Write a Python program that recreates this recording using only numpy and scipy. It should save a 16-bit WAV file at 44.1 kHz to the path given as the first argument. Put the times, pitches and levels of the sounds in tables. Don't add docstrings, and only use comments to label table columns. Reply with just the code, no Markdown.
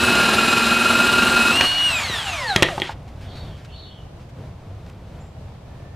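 import sys
import numpy as np
from scipy import signal
from scipy.fft import rfft, irfft, next_fast_len
from scipy.io import wavfile
from scipy.ndimage import uniform_filter1d

SR = 44100
rng = np.random.default_rng(int(sys.argv[2]) if len(sys.argv) > 2 else 0)


def wrap_up_sound(samples):
    columns = np.atleast_2d(samples).T
    tamed = np.clip(columns, -1, 1)
    steps = np.round(tamed * 32767).astype(np.int16)
    wavfile.write(sys.argv[1], SR, steps)


N = 262420
T = np.arange(N) / SR

# f/Hz, relative density level/dB
TOWN_COLOUR = [(20, -15.5), (59, -3), (90, -1), (148, -6), (210, -14.5), (349, -20.5), (666, -20),
               (1570, -34), (3500, -39.5), (7300, -50.5), (15500, -61)]
TOWN_DB = -36.5
# f/Hz, side against mid level/dB
TOWN_WIDTH = [(60, -80.5), (200, -17), (380, -10.5), (2400, -6), (8000, -1.5)]
# f/Hz, side against mid level/dB
NEAR_WIDTH = [(100, -64.5), (300, -39.5), (1200, -47.5), (3000, -52.5), (5000, -41.5), (8000, -10),
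              (13000, -5.5)]
TOP_HZ = 15550

# t/s after its start, length/s before any stretch,
# start f/Hz and end f/Hz before the pitch ratio, level/dB on top of the phrase's
BIRD_NOTES = [(-.02, .16, 3150, 3950, -6), (.03, 0.12, 4450, 4430, -6), (.09, .1, 4200, 3400, -6),
              (.15, .17, 3500, 3100, -9)]
# t/s, level/dB, stretch of the held second note (ratio), pitch ratio
BIRD_PHRASES = [(3.239, -45, 1.66, 1.), (3.684, -43.5, 1.16, 0.98)]
# t/s, length/s, start f/Hz, end f/Hz, level/dB
HIGH_PEEP = (5.2, .031, 7203, 7528, -57)
# t/s, f/Hz, level/dB
FAR_SQUEAL = [(5.6, 1715, -70), (5.95, 1810, -60)]

# t/s, length/s, level/dB
CLOTH_BURSTS = [(2.904, 0.035, -42), (3.076, 0.035, -51.5), (3.155, 1, -56), (3.21, 0.067, -52.5),
                (3.355, 0.06, -50.5), (3.568, 0.09, -61), (3.646, 0.022, -48), (4.193, 0.083, -56),
                (4.29, .03, -54), (4.863, 0.0074, -48), (4.87, .06, -57), (4.897, 0.0073, -49),
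                (5.067, 0.088, -62)]
# t/s, crack level/dB, crack centre f/Hz, crack t60/s, thud level/dB, thud centre f/Hz
TOOL_KNOCKS = [(1.558, -16, 7000, 0.039, -26, 490), (1.609, -3, 2140, 0.04, -10, 490),
               (2.099, -38, 397, 0.022, -17, 168), (2.5608, 0, 2470, 0.016, -3.5, 158),
               (2.6234, -1, 2300, 0.022, 2, 360), (2.6299, 3.5, 2400, 0.013, -22, 340),
               (2.686, -16, 1500, 0.026, -13.5, 347), (2.779, -14.5, 910, 0.031, -14, 405),
               (2.7997, -18, 3360, 0.011, -17, 395), (2.819, -5, 2150, 0.0055, -13.5, 299.3),
               (2.8931, -19.5, 784, 0.04, -23, 550)]
# f/Hz, relative level/dB, t60/s
HOUSING_MODES = [(124, -5.5, 0.14), (186.9, 3.5, 0.036), (359, 5.5, 0.031), (474, 5, 0.014),
                 (550, 8, 0.033), (834, 10.5, 0.03), (1900, 7.5, 0.015), (3280, 4, 0.016)]
LOW_MODES = 5

# f/Hz, relative density level/dB
AIR_COLOUR = [(150, -9), (480, -16.5), (640, -3), (1550, -0.5), (2150, -3), (3300, -0.5), (5700, -14),
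              (8500, -17.5), (15500, -37.5)]
WHIRR_DB, WHIRR_DB_PER_OCTAVE = -26.5, 3.5
TREBLE_DB, TREBLE_DB_PER_OCTAVE = 2, -1
STOP_HZ = 150
SCRAPE_S, SCRAPE_LENGTH_S, SCRAPE_DB = 2.79, 0.16, -39

# t/s, depth 0-1, lead on the motor/turns
GEAR_THROB = [(0, 0.89, 0.31), (.12, 0.89, 0.38), (.2, 0.01, 0.15), (.33, 0.88, 0.012), (.5, 0.96, -0.016),
              (.65, 0.39, 0.015), (.8, 0.98, 0.044), (.92, 0.92, 0.13), (1, 0.48, .14), (1.17, 0.34, 0.26),
              (1.27, 0.48, 0.4), (1.5, 0.51, 0.52)]
# multiple of the mesh tone, mean level/dB against it
MESH_OVERTONES = [(2, -14.5), (3, -19), (6, -28)]
GEAR_DB, GEAR_RISE_DB_PER_S = -17.5, 3
THROB_LOSS_DB, THROB_SAG_HZ = 5.5, 18
GEAR_START_TURN, MESH_PER_WHINE, WHINES_PER_TURN = -.15, .553, 121
# f/Hz, relative density level/dB
SOCKET_COLOUR = [(60, -12.5), (240, -8.5), (500, -11), (1400, -8.5), (2100, -16), (2700, -8.5), (3300, -16),
                 (4200, -19), (6300, -25), (9700, -29), (15500, -41.5)]
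# f/Hz, width f/Hz, relative level/dB
SOCKET_RINGS = [(234, 21, -12.5), (371, 8.6, -13), (1613, 30, -10.5), (2870, 28, -12.5), (4010, 380, -11.5),
                (6980, 110, -26), (9630, 16, -18.5), (11300, 73, -31.5)]
RATTLE_DB, RATTLE_SAG_DB_PER_S, RATTLE_THROB_DB = -17, 0.38, 0.5
RATTLE_LOOSE_DB = 2.5
RATTLE_END_S, RATTLE_RELEASE_S = 1.641, 0.037

# t/s, f/Hz
LOADED_WHINE = [(0, 2600), (.3, 2510), (1.05, 2548), (1.5, 2553)]
SLIP_OFF_S, FREE_HZ, SPIN_UP_S = 1.515, 2885, .038
TRIGGER_OFF_S, DRAG_PER_S, FRICTION_HZ_PER_S = 1.872, .95, 1615
# t/s, relative level/dB
WHINE_LEVEL = [(0, -3), (.3, -1), (1.1, -2), (1.5, -1.5), (1.56, 0), (1.65, -1), (1.71, -4.5), (1.78, -5.5),
               (1.82, 0), (1.9, -4.5), (1.97, 0), (2.05, -5), (2.13, -1), (2.3, -2.5), (2.42, 0.5),
               (2.5, 2.5), (2.575, -2), (2.76, -13)]
# multiple of the whine, level/dB at free speed before the body, level lost/dB per octave of slowing
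MOTOR_TONES = [(.1, -45.5, 5.5), (.25, -52, 4), (.55, -39.5, 8.5), (1, -28, 6.5), (1.5, -45, 13.5),
               (2, -45.5, -6.5), (3, -43, 9), (4, -53.5, 6.5), (4.5, -59.5, 21.5), (5, -55, -5),
               (6, -58, 4), (7, -54.5, 8), (8, -62.5, 6)]
# f/Hz, width f/Hz, boost level/dB
BODY_RESONANCES = [(690, 364, 15), (2487, 156, 6), (2856, 180, 9), (3388, 330, 11.5), (4010, 500, 14.5),
                   (4347, 76, 11), (6940, 2700, 10.5), (7680, 1300, 0.5), (11700, 695, 3.5),
                   (13200, 1000, 4.5)]
# multiple of the whine, middle t/s, length/s, level/dB
TONE_FADES = [(1, 1.27, .09, -12), (1.5, 1.845, .07, -18), (3, 1.77, .09, -16), (1, 2.28, .08, -10),
              (5, 2.63, .14, -15), (2, 2.72, .26, -12), (2, 1.98, .12, -8)]
COMB_DB, COMB_STEP = -48, .2


def undb(db):
    return 10 ** (np.asarray(db) / 20)


def unit(x):
    return x / np.sqrt(np.mean(x ** 2))


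def at_hz(points, hz):
    f, db = np.transpose(points)
    return np.interp(np.log(np.maximum(hz, 1)), np.log(f), db)


def curves(rows):
    s, *columns = np.transpose(rows)
    gate = np.interp(T, [s[0] - .03, s[0], s[-1], s[-1] + .03], [0, 1, 1, 0])
    return [gate] + [np.interp(T, s, column) for column in columns]


def colour(x, points):
    n = next_fast_len(len(x), True)
    hz = np.arange(n // 2 + 1) * SR / n
    return irfft(rfft(x, n) * undb(at_hz(points, hz)), n)[:len(x)]


def band(x, hz, width_hz):
    return signal.lfilter(*signal.iirpeak(hz, hz / width_hz, fs=SR), x)


def high_pass(x, hz):
    return signal.sosfilt(signal.butter(2, hz, "high", fs=SR, output="sos"), x)


def walk(rate):
    hold = int(SR / rate)
    steps = np.repeat(rng.standard_normal(N // hold + 1), hold)
    return 1.516 * uniform_filter1d(uniform_filter1d(steps, hold), hold)[:N]


def echoes(x, t60, damp_hz):
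    t = T[:SR // 2]
    tail = rng.standard_normal(len(t)) * 1000. ** (-t / t60)
    tail = signal.lfilter(*signal.butter(1, damp_hz, fs=SR), tail)
    return signal.oaconvolve(x, tail / np.linalg.norm(tail))[:N]


def whine_hz():
    hz = curves(LOADED_WHINE)[1]
    hz = hz + (FREE_HZ - hz) * (1 - np.exp(-(T - SLIP_OFF_S).clip(0) / SPIN_UP_S))
    offset_hz = FRICTION_HZ_PER_S / DRAG_PER_S
    coast = np.exp(-DRAG_PER_S * (T - TRIGGER_OFF_S).clip(0))
    return ((hz + offset_hz) * coast - offset_hz).clip(1)


def freeing():
    return np.clip((T - SLIP_OFF_S) / SPIN_UP_S, 0, 1)


def town():
    mid, side = (colour(rng.standard_normal(N) * undb(.6 * walk(3) + walk(14)), TOWN_COLOUR)
                 for _ in range(2))
    return undb(TOWN_DB) * np.array([mid, colour(side, TOWN_WIDTH)]) / np.sqrt(np.mean(mid ** 2))


def far_tones():
    out, tremble = np.zeros(N), walk(200)
    notes = [HIGH_PEEP]
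    for start, phrase_db, stretch, ratio in BIRD_PHRASES:
        for k, (s, length, hz0, hz1, db) in enumerate(BIRD_NOTES):
            length = length * (stretch if k == 1 else 1)
            notes.append((start + s, length, ratio * hz0, ratio * hz1, phrase_db + db))
    for s, length, hz0, hz1, db in notes:
        i, u = int(s * SR), np.linspace(0, 1, int(length * SR))
        warble_hz = (24 + .3 * abs(hz1 - hz0)) * tremble[i:i + len(u)]
        phase = 2 * np.pi * np.cumsum(hz0 + (hz1 - hz0) * u + warble_hz) / SR
        out[i:i + len(u)] += undb(db) * np.sin(np.pi * u) ** .5 * np.sin(phase)
    gate, hz, db = curves(FAR_SQUEAL)
    squeal_phase = 2 * np.pi * np.cumsum(hz * (1 + 0.0111 * walk(90))) / SR
    return out + gate * undb(db) * np.sin(squeal_phase)


def rustles():
    grit = rng.standard_normal(N) * undb(1.6 * rng.exponential(size=N))
    swell = sum(undb(db) * np.sin(np.pi * np.clip((T - s) / length, 0, 1) ** 0.41)
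                for s, length, db in CLOTH_BURSTS)
    return swell * unit(colour(grit, [(200, -44), (1500, 8.0), (5000, -1.5), (14000, -21.0)]))


def knocks():
    out, t = np.zeros(N), T[:SR // 5]
    modes = np.array([undb(db) * np.sin(2 * np.pi * f * t) * 1000. ** (-t / t60)
                      for f, db, t60 in HOUSING_MODES])
    mode_hz = np.array(HOUSING_MODES)[:, :1]
    for s, crack_db, crack_hz, decay, thud_db, thud_hz in TOOL_KNOCKS:
        noise = rng.standard_normal(len(t))
        crack = band(band(noise, crack_hz, 1.1 * crack_hz), crack_hz, 1.04 * crack_hz)
        crack = crack * 1000. ** (-t / decay)
        tick = 0.17 * noise * 1000. ** (-t / 0.0031)
        octaves_off = np.abs(np.log2(mode_hz / np.where(mode_hz < 700, thud_hz, crack_hz)))
        ring = modes * undb(2 * rng.standard_normal((len(modes), 1)) - 10.1 * octaves_off)
        thud = sum(ring[:LOW_MODES])
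        blow = undb(crack_db) * (crack / np.abs(crack).max() + tick + .3 * sum(ring[LOW_MODES:]))
        blow = blow + undb(thud_db) * thud / np.abs(thud).max()
        i = int(s * SR)
        out[i:i + len(t)] += blow * np.minimum(t / .0005, 1)
    return out


def whirr():
    hz = whine_hz()
    speed, octaves = hz / FREE_HZ, np.log2(hz / FREE_HZ)
    shaft = np.cos(2 * np.pi * np.cumsum(hz) / SR / 10)
    pulsed = rng.standard_normal(N) * undb(.9 * walk(40) + 3 * shaft * speed)
    air = unit(colour(pulsed, AIR_COLOUR))
    treble = high_pass(air, 5000)
    running = freeing() * np.clip(hz / STOP_HZ, 0, 1)
    fan = running * undb(WHIRR_DB + WHIRR_DB_PER_OCTAVE * octaves)
    scrape = undb(SCRAPE_DB) * np.sin(np.pi * np.clip((T - SCRAPE_S) / SCRAPE_LENGTH_S, 0, 1))
    treble_gain = undb(TREBLE_DB + TREBLE_DB_PER_OCTAVE * octaves)
    return (fan + scrape) * (air - treble) + fan * treble_gain * treble


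def gear_turn():
    _, depth, lead = curves(GEAR_THROB)
    turn = np.cumsum(whine_hz()) / SR / WHINES_PER_TURN + GEAR_START_TURN + lead
    throb = 1 + depth * (np.cos(2 * np.pi * turn) + 0.62 * np.cos(4 * np.pi * turn - .4))
    return turn, throb


def gear(throb):
    gate, depth, _ = curves(GEAR_THROB)
    hz = MESH_PER_WHINE * whine_hz() - THROB_SAG_HZ * depth
    phase = 2 * np.pi * np.cumsum(hz * (1 + 0.00323 * walk(40.2))) / SR
    tone = np.sin(phase)
    for m, overtone_db in MESH_OVERTONES:
        tone = tone + undb(overtone_db + 3 * walk(30)) * np.sin(m * phase)
    db = GEAR_DB + GEAR_RISE_DB_PER_S * T - THROB_LOSS_DB * depth
    return gate * undb(db + 1.15 * walk(27.64)) * throb * tone


def socket_rattle(turn, throb):
    pattern = rng.standard_normal(2048)[(turn % 1 * 2048).astype(int)]
    slaps = 0.73 * pattern + rng.standard_normal(N)
    slaps = slaps * undb(walk(150) + RATTLE_THROB_DB * throb)
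    rings = sum(undb(db) * unit(band(slaps, f, width)) for f, width, db in SOCKET_RINGS)
    on_nut = curves(GEAR_THROB)[0]
    chatter = unit(colour(slaps, SOCKET_COLOUR)) + .5 * rings * on_nut
    release = np.clip(1 - (T - RATTLE_END_S) / RATTLE_RELEASE_S, 0, 1)
    db = RATTLE_DB - RATTLE_SAG_DB_PER_S * T - RATTLE_LOOSE_DB * freeing()
    return release * undb(db) * chatter


def motor():
    n = int(3 * SR)
    gate, whine_db, hz, load = (x[:n] for x in (*curves(WHINE_LEVEL), whine_hz(), curves(GEAR_THROB)[0]))
    tremble = (0.0012 + 0.0028 * load) * walk(90)[:n]
    phase = 2 * np.pi * np.cumsum(hz * (1 + tremble)) / SR
    flicker = [walk(29.88), walk(45.14), walk(59.87)]
    slowing = np.log2(hz / FREE_HZ)
    out = np.zeros(n)
    for k, (m, tone_db, loss_db) in enumerate(MOTOR_TONES):
        body_db = sum(db / (1 + (2 * (m * hz - f) / width) ** 2) for f, width, db in BODY_RESONANCES)
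        fade_db = sum(db * np.exp(-(2 * (T[:n] - s) / length) ** 4)
                      for fade_m, s, length, db in TONE_FADES if abs(fade_m / m - 1) < .06)
        flicker_db = (2.13 + load * (0.43 * m - 1.1)) * flicker[k % 3][:n]
        db = whine_db + tone_db - load * m + loss_db * slowing + flicker_db + body_db + fade_db
        out += (m * hz < TOP_HZ) * undb(db) * np.sin(m * phase)
    free_gain = (1 - load) * np.clip(hz / FREE_HZ, 0, 1)
    for k, m in enumerate(np.arange(COMB_STEP, 8, COMB_STEP)):
        db = COMB_DB + at_hz(AIR_COLOUR, m * hz) + 5 * np.roll(flicker[0], k * 4999)[:n]
        out += free_gain * (m * hz < TOP_HZ) * undb(db) * np.sin(m * phase + k ** 2)
    return np.pad(np.sqrt(2) * gate * out, (0, N - n))


def scene():
    far, hits, whine = far_tones(), knocks(), motor()
    turn, throb = gear_turn()
    near = whine + gear(throb) + socket_rattle(turn, throb) + whirr() + hits + rustles()
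    near = high_pass(near, 95)
    near = near + undb(-12.5) * echoes(hits, 0.24, 2810.0) + undb(-8.5) * echoes(whine, 0.24, TOP_HZ)
    mid = near + .5 * far + echoes(far, .45, 6000.)
    side = colour(echoes(near * walk(120), 0.225, TOP_HZ), NEAR_WIDTH)
    side = side + undb(-8) * echoes(far, 0.27, 9000.)
    side = side - undb(-29.0) * band(near, 1400, 500) + undb(-30.5) * band(near, 2700, 900)
    mid, side = np.array([mid, side]) + town()
    return np.array([mid + side, mid - side])


def record(dry):
    top_cut = signal.ellip(10, .2, 70, TOP_HZ, fs=SR, output="sos")
    return signal.sosfilt(top_cut, np.clip(dry, -.93, .93))


dry = scene()
out = record(dry)
wrap_up_sound(out)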